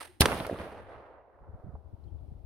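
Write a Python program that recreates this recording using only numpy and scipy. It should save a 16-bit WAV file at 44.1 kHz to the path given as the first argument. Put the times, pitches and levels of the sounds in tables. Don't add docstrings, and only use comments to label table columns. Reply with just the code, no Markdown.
import sys
import numpy as np
from scipy import signal
from scipy.fft import rfft, irfft, next_fast_len
from scipy.io import wavfile
from scipy.ndimage import uniform_filter1d

SR = 44100
rng = np.random.default_rng(int(sys.argv[2]) if len(sys.argv) > 2 else 0)


def master_out(mix):
    frames = np.transpose(np.atleast_2d(mix))
    ceiling = np.clip(frames, -1, 1)
    pcm = np.round(ceiling * 32767).astype(np.int16)
    wavfile.write(sys.argv[1], SR, pcm)


def boost_factor(decibels):
    exponent = np.asarray(decibels, float) / 20
    return 10 ** exponent


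N = 108045
T = np.arange(N) / SR
M = next_fast_len(N + 4096)
F = np.maximum(np.arange(M // 2 + 1) * SR / M, 1)
TREES_PAN_DB = -2.3


def at_hz(table, hz):
    a = np.array(table, float)
    return np.interp(np.log(hz), np.log(a[:, 0]), a[:, 1])


def at_s(table):
    a = np.array(table, float)
    return np.interp(T, a[:, 0], a[:, 1])


def unit(x):
    return x / np.sqrt(np.mean(x ** 2))


def filtered(spectrum):
    return irfft(spectrum, M)[..., :N]


def colour(x, table):
    return unit(filtered(rfft(x, M) * boost_factor(at_hz(table, F))))


def pan(db):
    return boost_factor(np.array([[db / 2], [-db / 2]]))


def walk(rate):
    k = int(SR / rate)
    return unit(uniform_filter1d(uniform_filter1d(rng.standard_normal(N), k), k))


def grains(rate, spread_db, channels):
    hit = rng.random((channels, N)) < rate / SR
    click = hit * rng.standard_normal((channels, N))
    size = np.minimum(rng.exponential(size=(channels, N)), 3)
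    return click * boost_factor(spread_db * size)


# [f/Hz, level/dB]
GAS_COLOUR = [(180, -36), (400, -4.5), (1280, -22.5), (2500, -12.5), (4200, -9), (6500, -16.5), (10000, -9),
              (15500, -25.5)]
# [f/Hz, level/dB]
GAS_PAN = [(300, -3.5), (2000, -4.5), (4000, -7.5), (7000, -3), (10000, 2.5)]
# [f/Hz, correlation/1]
GAS_LIKENESS = [(300, .9), (2000, .4), (4000, 0.34), (8000, -0.4)]


def roar():
    rise_s, fall_s, lead_db, level_db = 0.00027, .005, -19, -10
    u = T - .2075
    rise = np.exp(np.minimum(u, 0) / rise_s)
    fall = np.exp(-(np.maximum(u, 0) / fall_s) ** 0.86)
    shape = np.where(u < 0, rise, fall)
    shape = shape + boost_factor(lead_db) * np.exp(-((u + 0.00091) / 0.0042) ** 2)
    mid, side = rfft(rng.standard_normal((2, N)), M)
    skew = .8
    side = skew * 1j * mid + np.sqrt(1 - skew ** 2) * side
    likeness = np.clip(at_hz(GAS_LIKENESS, F), -1, 1)
    mid = mid * np.sqrt(1 + likeness)
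    side = side * np.sqrt(1 - likeness)
    lean = boost_factor(at_hz(GAS_PAN, F) / 2)
    ports = irfft(np.array([(mid + side) * lean, (mid - side) / lean]), M)
    return colour(ports, GAS_COLOUR) * shape * boost_factor(level_db)


def thump():
    start_hz, end_hz, glide_s = 380, 75, .0006
    decay_s, punch_s, level_db = .03, .0025, -8.5
    u = np.maximum(T - .2076, 0)
    turns = end_hz * u + (start_hz - end_hz) * glide_s * (1 - np.exp(-u / glide_s))
    fade = np.exp(-u / decay_s) * (0.27 + np.exp(-u / punch_s))
    push = -np.sin(2 * np.pi * turns) * fade * boost_factor(level_db)
    swell = boost_factor(-18) * np.exp(-((T - .2068) / .0012) ** 2)
    return (push + swell) * pan(3)


# [t/s, peak level/dB, pulse length/ms, top f/Hz, left port lag/ms]
ECHO_PULSES = [(.2175, -0.5, 0.22, 8000, 0.069), (.2198, -4, 0.3, 6000, 0.15),
               (.2207, -15, 0.18, 4800, 0.29), (.25753, -5, 0.2, 10000, 0.019),
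               (.2605, -15, 0.62, 1500, 0.28), (.286, -18, 0.59, 1980, 0.056),
               (.318, -16, 0.45, 2440, 0.14), (.3215, -21, 0.62, 2500, 0.066),
               (.329, -24, 0.3, 3500, 0.093), (.4015, -22, 0.25, 4500, 0.063),
               (.407, -23, 0.45, 1110, 0.13), (.4495, -24, 0.4, 2500, 0.047),
               (.4523, -27, 0.45, 3000, 0.15), (.467, -23.5, 0.18, 18000, 0.02),
               (.31, -24, 0.3, 4500, 0.05), (.5595, -35, 0.3, 1800, 0.064), (.512, -29, 0.39, 667, 0.085),
               (.528, -23, 1.6, 590, 0.074), (.588, -34, 0.21, 3770, 0), (.5985, -24.5, .8, 2498, 0.15),
               (1.752, -39.5, 0.41, 894, 0.13)]


def echoes():
    size = 2048
    out = np.zeros((2, N + 8192))
    f = np.arange(size // 2 + 1) * SR / size
    lag = np.arange(size) / SR
    for s, db, ms, top_hz, left_ms in ECHO_PULSES:
        w = 2j * np.pi * f * ms / 1000
        shock = w / (1 + w) ** 2 * 2.5 * w / (1 + 4.2 * w)
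        pulse = shock / (1 + .9j * f / top_hz - (f / top_hz) ** 2) ** 2
        pulse = pulse / np.max(irfft(pulse))
        noise = rng.standard_normal((3, size))
        trail_s = 0.0034 * (1 + 1789 / top_hz)
        fade = np.exp(-lag / trail_s) * (lag > ms / 1000)
        trail = (noise[0] + 0.22 * noise[1:]) * fade * boost_factor(-10) / np.sqrt(ms * SR / 1000)
        i = int(s * SR) - 64
        late = np.array([[s + left_ms / 1000], [s]]) - i / SR
        delay = np.exp(-2j * np.pi * f * late)
        out[:, i:i + size] += boost_factor(db) * irfft(pulse * (1 + rfft(trail)) * delay)
    return out[:, :N] * pan(TREES_PAN_DB)


# [t/s, peak level/dB, f/Hz, length/cycles]
SHORT_RINGS = [(.2576, -11, 1360, 1.5), (.2579, -17, 3100, 2.5), (.259, -19, 500, 4),
               (.011, -39, 1300, 5.5), (.0165, -38, 1100, 3.5), (.052, -44, 1800, 5.5), (.1, -54, 360, 12),
               (.695, -48, 70, 1.5), (1.425, -47, 48, 1.3), (1.672, -44, 170, 2.5), (.498, -36, 1700, 3.5),
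               (.29, -28, 220, 1.1), (.3115, -28, 550, 3.5), (.3292, -21, 910, 1.6), (.35, -36, 70, 1.6),
               (.4069, -31, 143, 1.5), (.4674, -29, 550, 1.5), (.472, -41, 85, 1.6), (.4767, -29, 550, 1.5),
               (.4978, -22, 590, 2.5), (.5154, -30, 300, 2.1), (.52, -31, 610, 1.5), (.531, -36, 93, 2.5),
               (.5468, -33, 550, 2.5), (.5562, -35, 400, 2.5), (.5806, -33, 610, 1.5),
               (.6043, -36, 610, 2.5), (.6078, -37, 143, 1.5), (.6196, -35, 820, 1.5),
               (.6584, -35, 450, 1.5), (.6675, -34, 610, 1.5), (.6778, -39, 670, 2.5),
               (.698, -42, 900, 1.6), (.7456, -38, 550, 1.5), (.752, -41, 820, 2.5), (.7608, -42, 500, 3.5),
               (.7745, -44, 820, 3.5), (.7861, -39, 910, 1.5), (.972, -47, 80, 1.5), (1.469, -52, 520, 2.1),
               (1.495, -52, 480, 2.5)]


def short_rings():
    ring = np.zeros(N)
    for s, db, hz, cycles in SHORT_RINGS:
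        u = T - s
        ring += boost_factor(db) * np.cos(2 * np.pi * hz * u) * np.exp(-(2 * hz * u / cycles) ** 2)
    return ring * pan(-1.5)


# [t/s, level/dB]
TREE_TAIL = [(.225, -26.5), (.27, -32.5), (.32, -33), (.37, -37.5), (.405, -38.5), (.435, -41.5),
             (.51, -43), (.565, -43.5), (.61, -39), (.77, -49.5), (.85, -50.5), (.96, -48), (1.12, -53),
             (1.32, -60.5), (1.49, -58), (1.8, -61), (2.02, -67), (2.45, -73.5)]
# [f/Hz, level/dB]
TREE_COLOUR = [(24, -39.5), (40, -3.5), (64, -3), (363, -7), (556, -6), (2210, -17.5), (7540, -31),
               (9940, -27), (16000, -41.5)]
# [f/Hz, loss/dB]
AIR_LOSS = [(50, 24), (150, 25.5), (500, -3.5), (1500, 2), (3000, 18), (6000, 31.5), (10000, 39),
            (16000, 53.5)]
# [f/Hz, correlation/1]
TREE_LIKENESS = [(60, 0.46), (130, .8), (300, 1), (700, .88), (1400, 0.39), (3100, 0.31), (6800, 0.021),
                 (15000, .01)]


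def forest():
    trunks_per_s, spread_db, patchy_db, smear_s = 6000, 2.6, 1.3, .003
    mid, side = rfft(unit(grains(trunks_per_s, spread_db, channels=2)), M)
    twig = np.arange(1024) / SR
    smear = rfft(rng.standard_normal(1024) * np.exp(-twig / smear_s), M)
    smear = smear / np.abs(smear)
    mid, side = mid * smear, side * smear
    late = np.maximum(T - .22, 0) ** 1.55
    shared = walk(27)
    out = np.zeros((2, N))
    for hz in 40 * 2 ** np.arange(0, 9, .5):
        band = np.cos(np.pi * np.clip(np.log2(F / hz), -.5, .5)) ** 2
        band = band * boost_factor(at_hz(TREE_COLOUR, F))
        likeness = np.clip(at_hz(TREE_LIKENESS, hz), 0, 1)
        m = np.sqrt(1 + likeness) * filtered(mid * band)
        s = np.sqrt(1 - likeness) * filtered(side * band)
        db = -at_hz(AIR_LOSS, hz) * late + patchy_db * (shared + walk(30))
        out += boost_factor(db) * np.array([m + s, m - s])
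    start = np.clip((T - .216) / 0.006, 0, 1)
    return out * boost_factor(at_s(TREE_TAIL) + 17.5) * start * pan(TREES_PAN_DB)


# [t/s, level/dB]
PRIMING = [
    (.003, -51),
    (.014, -40),
    (.023, -51.5),
    (.032, -43.5),
    (.041, -57.5),
    (.055, -47),
    (.066, -62),
    (.075, -55.5),
    (.086, -63),
]
# [f/Hz, level/dB]
PRIMING_COLOUR = [(88, -84), (150, -44.5), (275, -9.5), (821, -2), (1080, -9), (1720, -5), (7320, -19),
                  (8900, -11), (16000, -31.5)]


def flash():
    start_s, tail_db_per_s = 0.0018, 119
    g = grains(6300, 1.5, channels=3)
    fade = np.clip((.2 - T) / .01, 0, 1) * np.clip((T - start_s) / 0.0013, 0, 1)
    fade = fade * boost_factor(-tail_db_per_s * np.maximum(T - PRIMING[-1][0], 0))
    fizz = colour(0.67 * g[0] + 0.72 * g[1:], PRIMING_COLOUR)
    return fizz * boost_factor(at_s(PRIMING) + 2.0) * fade * pan(-3.5)


# [t/s, level/dB, f/Hz, 60 dB decay/s]
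LOCK_TICKS = [(2.038, -73, 4140, 0.03), (2.038, -73, 3020, 0.03), (2.038, -76, 5200, 0.015),
              (2.042, -76, 2000, .02), (2.04, -86, 7200, .02), (2.078, -69, 3200, 0.062),
              (2.187, -79.5, 3430, 0.012), (2.187, -82, 4300, .01), (2.187, -77, 2600, .01),
              (2.337, -68, 1700, .012), (2.337, -79, 2724, .01)]


def ticks():
    ring = np.zeros(N)
    for s, db, hz, t60 in LOCK_TICKS:
        u = np.maximum(T - s, 0)
        rough = 0.42 + min(0.014 / t60, 1) * walk(600)
        onset = np.minimum(u / t60 / 0.056, 1)
        ring += boost_factor(db - 60 * u / t60) * np.sin(2 * np.pi * hz * u) * rough * onset
    return ring * pan(-18.0)


# [t/s, length/s, left level/dB, right level/dB]
WIND_PUFFS = [(0.094, 0.12, -58, -79), (0.61, 0.037, -48, -51), (0.813, 0.13, -49.5, -99),
              (0.971, 0.03, -55, -52.5), (1.124, 0.16, -59.5, -87.5), (1.358, 0.036, -61, -77.5),
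              (1.431, 0.028, -52, -56), (1.496, 0.02, -41, -46.5), (1.548, 0.016, -39.5, -40.5),
              (1.6, 0.014, -44.5, -58), (1.647, 0.0062, -43.5, -35.5), (1.687, 0.023, -48.5, -38),
              (1.745, 0.015, -36, -37.5), (1.785, 0.023, -41, -77.5), (1.868, 0.033, -42.5, -59),
              (1.939, 0.012, -34, -46), (1.993, 0.017, -45.5, -59), (2.062, 0.036, -38, -86.5),
              (2.144, 0.026, -33, -51), (2.222, 0.036, -37.5, -57), (2.289, 0.01, -39, -44),
              (2.322, 0.011, -35, -42), (2.365, 0.019, -40.5, -49), (2.401, 0.023, -43.5, -75),
              (2.447, 0.009, -37, -52)]
# [f/Hz, level/dB]
LEFT_PORT_WIND = [(20, -16), (50, 0.5), (80, 7.5), (130, -10), (250, -27), (500, -29.5), (1500, -89)]
# [f/Hz, level/dB]
RIGHT_PORT_WIND = [(20, -8), (50, 3.5), (90, 0.5), (150, -4), (300, -16), (500, -26.5), (1500, -78)]


def wind():
    share, leak_db = 0.32, -14
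    n = rng.standard_normal((3, N))
    n = np.sqrt(share) * n[0] + np.sqrt(1 - share) * n[1:]
    air = np.array([colour(n[0], LEFT_PORT_WIND), colour(n[1], RIGHT_PORT_WIND)])
    power = uniform_filter1d(uniform_filter1d(air ** 2, 1300, axis=1), 1300, axis=1)
    air = air / np.sqrt(power + 0.2)
    gust = np.zeros((2, N))
    for s, length_s, left_db, right_db in WIND_PUFFS:
        level = boost_factor(np.array([[left_db], [max(right_db, left_db + leak_db)]]))
        gust += level * np.exp(-((T - s) / length_s) ** 2)
    return air * gust


# [t/s, level/dB]
RECORDER_GAIN = [
    (0, -14),
    (.19, -9.5),
    (.2, -17.5),
    (1.25, -21.5),
    (1.6, -13),
    (2.45, -7),
]
# [f/Hz, level/dB]
MURMUR_COLOUR = [(120, -30), (200, -13.5), (340, -7), (380, -10.5), (590, -30.5), (735, -14.5), (1370, -39),
                 (3490, -42), (16000, -54.5)]


def hiss():
    n = rng.standard_normal((3, N))
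    murmur = colour(.5 * n[0] + n[1:], MURMUR_COLOUR)
    return murmur * boost_factor(-55 + at_s(RECORDER_GAIN) + walk(11.0))


def scene():
    shot = flash() + roar() + thump()
    returns = echoes() + short_rings() + forest()
    return shot + returns + wind() + ticks() + hiss()


def band_limit(x):
    return signal.sosfilt(signal.butter(12, 16660, fs=SR, output="sos"), x)


# [f/Hz, level/dB]
MIC_PORT = [(4500, -0.5), (7200, -6), (7750, -12.5), (8300, 1), (10500, 1)]


def record(dry):
    ceps = irfft(np.log(boost_factor(at_hz(MIC_PORT, F))), M)
    ceps[1:M // 2] *= 2
    ceps[M // 2 + 1:] = 0
    port = np.exp(rfft(ceps))
    top_cut = 1 / (1 + (F / 16100) ** 90)
    mix = filtered(rfft(dry, M) * port * top_cut)
    return band_limit(mix)


dry = scene()
out = record(dry)
master_out(out)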